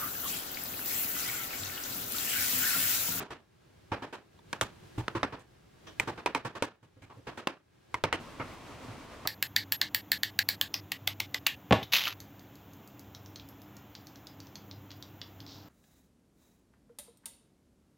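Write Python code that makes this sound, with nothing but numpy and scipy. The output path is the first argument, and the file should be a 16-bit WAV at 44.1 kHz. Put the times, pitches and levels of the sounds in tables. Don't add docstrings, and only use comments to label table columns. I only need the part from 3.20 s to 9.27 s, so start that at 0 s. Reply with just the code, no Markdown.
import sys
import numpy as np
from scipy import signal
from scipy.fft import rfft, irfft
from scipy.io import wavfile
from scipy.ndimage import map_coordinates

SR = 44100
rng = np.random.default_rng(int(sys.argv[2]) if len(sys.argv) > 2 else 0)


def log_audio(samples):
    frames = np.atleast_2d(samples).T
    limited = np.clip(frames, -1, 1)
    pcm = np.round(limited * 32767).astype(np.int16)
    wavfile.write(sys.argv[1], SR, pcm)


N = 267510

# f/Hz, half-width/Hz, level/dB
BOARD_MODES = [(112.9, 55, -3), (277.6, 18.6, 4), (475, 160, -3.5), (905, 53, 0.5), (1122, 63, -1),
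               (1400, 80, -8), (2120, 130, -12.5), (2640, 640, -18), (5800, 290, -22), (8120, 260, -21)]
SLICE_S, FADE_S, FIRST_JOIN_S = 0.03419, 0.0046, 0.0014
FRESH_MS = 5


def amp(db):
    return 10 ** (np.asarray(db) / 20)


def along(points, hz):
    freqs, values = np.transpose(points)
    return np.interp(np.log(hz + 1), np.log(freqs + 1), values)


def wobble(rate_hz):
    knots = rng.standard_normal(int(N * rate_hz / SR) + 4)
    return map_coordinates(knots, [np.arange(N) * rate_hz / SR])


def noise(size, gain, correlation):
    hz = np.fft.rfftfreq(size, 1 / SR)
    angle = np.arccos(np.clip(along(correlation, hz), -1, 1)) / 2
    spectrum = rfft(rng.standard_normal((2, size))) * gain(hz)
    mid, side = irfft(spectrum * [np.cos(angle), np.sin(angle)], size)
    stereo = np.array([mid + side, mid - side])
    return stereo / np.sqrt(np.mean(stereo ** 2) + 1e-20)


def board_gain(hz):
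    power = sum(amp(2 * db) / (1 + ((hz - mode_hz ** 2 / (hz + 1)) / width_hz) ** 2)
                for mode_hz, width_hz, db in BOARD_MODES)
    return np.sqrt(power) / (1 + (hz / 11000) ** 4)


def blow(thud_db, treble_db, notes_hz, note_db):
    # f/Hz, level/dB
    crack_db = [(100, -14), (400, 1), (1000, 1), (2200, -3), (3200, -5), (4500, -11.5), (8000, -19),
                (12000, -23.5), (16000, -53)]
    echo_db = [(18, -30), (30, -13.5), (328, -5), (780, -9), (1810, -10), (2010, -15), (2480, -14),
               (8300, -33), (16000, -39)]
    # f/Hz, T60/s
    shop_t60_s = [(100, 0.69), (1000, 0.64), (5000, 0.54), (13000, 0.27)]
    # f/Hz, L/R correlation
    crack_corr = [(500, 0.82), (3000, 0.83), (8000, 0.4)]
    diffuse_corr = [(130, 1), (640, 0.8), (1400, 0.7), (3100, 0.34), (6800, 0.046)]
    size = 2 ** 15
    t = np.arange(size) / SR
    bite_db = 0.2 + 0.3 * treble_db
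    tilt_db = [(130, thud_db), (230, 0), (2200, 0), (3200, bite_db), (5500, bite_db), (7000, treble_db)]

    def colour(hz, peak_db=note_db):
        peaks = sum(amp(peak_db) / (1 + ((hz / f - 1) / 0.076) ** 2) for f in notes_hz)
        return amp(along(tilt_db, hz)) * (1 + peaks)

    def decay(t60_s):
        return amp(-60 * t / t60_s)

    def rise(tau_s):
        return 1 - np.exp(-t / tau_s)

    crack = noise(size, lambda hz: colour(hz) * amp(along(crack_db, hz)), crack_corr)
    crack *= decay(0.013) + amp(-8) * decay(0.041)
    notes = sum(amp(along(tilt_db, f)) * decay(0.016 + 27.8 / f) * np.sin(2 * np.pi * f * t)
                for f in notes_hz)
    direct = (crack + amp(note_db - 11) * notes) * (1 - np.exp(-(t / 0.001) ** 2))
    ring = noise(size, lambda hz: colour(hz) * board_gain(hz), diffuse_corr)
    ring *= amp(-11) * decay(0.19) * rise(0.001)
    wash = noise(size, lambda hz: colour(hz, note_db - 11) * amp(along(echo_db, hz)), diffuse_corr)
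    bin_hz, frame_s, frames = signal.stft(wash, SR, nperseg=256)
    frames *= amp(-60 * frame_s / along(shop_t60_s, bin_hz)[:, None])
    echo = signal.istft(frames, SR, nperseg=256)[1][:, :size]
    boom_hz = BOARD_MODES[0][0] * rng.normal(1, 0.036)
    boom = amp(thud_db - 23) * decay(0.39) * rise(0.012) * np.sin(2 * np.pi * boom_hz * t)
    return direct + boom + ring + amp(-19) * echo * rise(0.0042)


def sliced(sound, age_ms, first_slice_s):
    fresh = age_ms < FRESH_MS
    first_skip_s, skip_s = (0.05 if fresh else 0.064), 0.055
    out = np.zeros((2, SR // 2))
    fade = int(FADE_S * SR)
    read_s, cursor = age_ms / 1000, 0
    for k in range(7):
        keep_s = SLICE_S if k else first_slice_s
        length = int(keep_s * SR) + fade
        ramp = np.arange(length)
        window = np.minimum(1, np.minimum(ramp, length - ramp) / fade)
        if k == 0 and fresh:
            window[:fade] = 1
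        out[:, cursor:cursor + length] += window * sound[:, int(read_s * SR):][:, :length]
        read_s = read_s + keep_s + (skip_s if k else first_skip_s)
        cursor += length - fade
    return out


def chisel():
    # t/s, first-slice level before pan/dB, age at entry/ms, thud/dB, treble/dB,
    # note 1 f/Hz, note 2 f/Hz, note strength/dB
    blows = [(0.0, -39, 61, -2.5, 6.5, 960, 386, 10), (0.103, -42, 59, -4.5, 3, 395, 262, -14),
             (0.7162, -31.5, 18.8, -7, -9, 830, 101, 3.5), (0.82, -39.5, 62.6, -4, 0.5, 915, 297, 7.5),
             (0.925, -42, 64, -33, 5.5, 424, 970, 8), (1.1905, -58.5, 2, -15, -4, 930, 3480, 9.5),
             (1.329, -29.5, 1.02, -2, 4.5, 1690, 820, 6), (1.4116, -27, 0.87, 4, 9, 3340, 1296, -1.5),
             (1.778, -31.5, 24.8, 14.5, 7.5, 308, 855, 15.5), (1.881, -25, 1.18, 2, -5, 3150, 1330, 1),
             (1.949, -31.5, 18.5, 6.5, -1.5, 340.4, 1073, 10), (2.031, -26, 1.1, 3, -10.5, 1130, 2300, -21),
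             (2.122, -41.5, 63, 2, -3.5, 1020, 470, 6), (2.19, -59, 60, -20, 13, 8000, 11000, -3),
             (2.667, -50, 57, -23, 5, 5800, 3300, 20.5), (2.798, -22, 0.94, 0, 9, 2430, 1950, 6.5),
             (2.873, -34, 20.6, 0, 0.5, 346.6, 848, 9.5), (2.974, -44, 54, -6, -3, 1270, 955, -7),
             (3.0603, -26, 0.58, -6, -3.5, 930, 2510, 3.5), (3.1483, -29, 0.62, -4, -1.5, 2280, 900, 1.5),
             (3.247, -36, 20, 0.5, 1.5, 278, 955, -3.5), (3.35, -41.5, 58, -5.5, 4, 1144, 566, 8.5),
             (3.4235, -29, 0.79, -6, 3, 2390, 960, -9.5), (3.626, -57.5, 60, 10, 9, 402, 933, 10.5),
             (3.765, -58, 72, 14, 2, 515, 274, 25.5), (3.818, -51.5, 60, 12, 11, 283, 2250, 15.5),
             (3.897, -52, 54, 0, 0, 900, 1080, 20), (3.968, -51.5, 78, 18.5, -8, 500, 282, 32),
             (4.068, -40.5, 58, -0.5, -0.5, 1020, 372, 5.5), (4.172, -42, 56, -7, 5, 553, 1190, 3),
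             (4.2719, -22.5, 0.7, -10.5, -0.5, 1023, 2750, 2),
             (4.7427, -28, 0.88, 5.5, 2.5, 2084, 1020, 10), (4.8389, -24.5, 1.25, 2, -5, 524, 2127, 3),
             (4.9267, -28.5, 0.9, -0.5, -0.5, 3010, 1954, 4), (5.196, -35.5, 24, 4, -18, 2190, 1310, 8.5),
             (5.682, -45, 19.7, 13, -7, 272, 646, 8), (6.05, -38.5, 23.2, 1, -10, 1280, 710, 16.5)]
    left_lag_samples, pan_db = 1.53, [[-0.7], [0.7]]
    left_delay = np.exp(-2j * np.pi * np.fft.rfftfreq(SR // 2) * left_lag_samples)
    out = np.zeros((2, N + SR))
    for start_s, level_db, age_ms, thud_db, treble_db, *notes_hz, note_db in blows:
        first_slice_s = (FIRST_JOIN_S - start_s) % SLICE_S if age_ms < FRESH_MS else SLICE_S
        hit = sliced(blow(thud_db, treble_db, notes_hz, note_db), age_ms, first_slice_s)
        hit[0] = irfft(rfft(hit[0]) * left_delay)
        first_slice = hit[:, :int((first_slice_s + FADE_S / 2) * SR)]
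        first_rms = np.sqrt(np.mean(first_slice ** 2))
        out[:, round(start_s * SR):][:, :hit.shape[1]] += amp(level_db) * hit / first_rms
    return out[:, :N] * amp(pan_db)


def room_tone():
    # t/s, level/dB
    level_db = [(0, -66), (.22, -66.5), (.7, -58.5), (1.03, -63.5), (1.32, -58), (1.5, -56), (1.78, -53),
                (2.25, -62.5), (2.8, -54.5), (3.55, -72), (4.07, -59), (4.42, -69), (4.74, -60.5),
                (4.97, -67), (5.0, -60), (6.07, -66)]
    # f/Hz, level/dB
    air_db = [(15, -44.5), (25, -18.5), (108, -5), (270, -15.5), (335, -11), (416, -15), (531, -17.5),
              (1650, -26), (1940, -26.5), (3620, -29.5), (16000, -44.5)]
    # f/Hz, L/R correlation
    air_corr = [(60, 0.94), (130, 0.92), (290, 0.03), (640, -0.35), (1400, 0.3), (3100, 0.4), (15000, 0)]
    whine_hz, half_width_hz = 1630, 25
    air = noise(N, lambda hz: amp(along(air_db, hz)), air_corr) * amp(wobble(rate_hz=22.81))
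    whine = noise(N, lambda hz: 1 / (1 + ((hz - whine_hz) / half_width_hz) ** 2), [(1000, 0.6)])
    whine *= amp(-20.5 + 1.5 * wobble(rate_hz=6))
    envelope = amp(np.interp(np.arange(N) / SR, *np.transpose(level_db)))
    return envelope * (air + whine)


def rail():
    # f/Hz, level/dB
    rub_db = [(15, -40), (25, 3), (48, -2.5), (120, 1.5), (200, -3.5), (242, 3), (405, -5), (641, -4),
              (796, -7.5), (1070, -3), (1560, -12.5), (2050, -11.5), (7310, -25), (16000, -37.5)]
    # f/Hz, L/R correlation
    rub_corr = [(60, 1), (290, 0.77), (1400, 0.83), (3100, 0.65), (6800, 0.31), (15000, 0.018)]
    start_s, rise_s, level_db = 4.99, 0.014, -47.5
    rub = noise(N, lambda hz: amp(along(rub_db, hz)), rub_corr)
    onset = np.clip((np.arange(N) / SR - start_s) / rise_s, 0, 1)
    return rub * onset * amp(level_db + 1.15 * wobble(rate_hz=25))


def scene():
    return chisel() + room_tone() + rail()


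def record(dry):
    ceiling, low_hz, top_hz = 0.21, 40, 16000
    hz = np.fft.rfftfreq(N, 1 / SR)
    limited = dry / (1 + np.abs(dry / ceiling) ** 6) ** (1 / 6)
    passband = (hz < top_hz) / np.sqrt(1 + (low_hz / (hz + 1)) ** 4)
    return irfft(rfft(limited) * passband, N)


dry = scene()
out = record(dry)
log_audio(out)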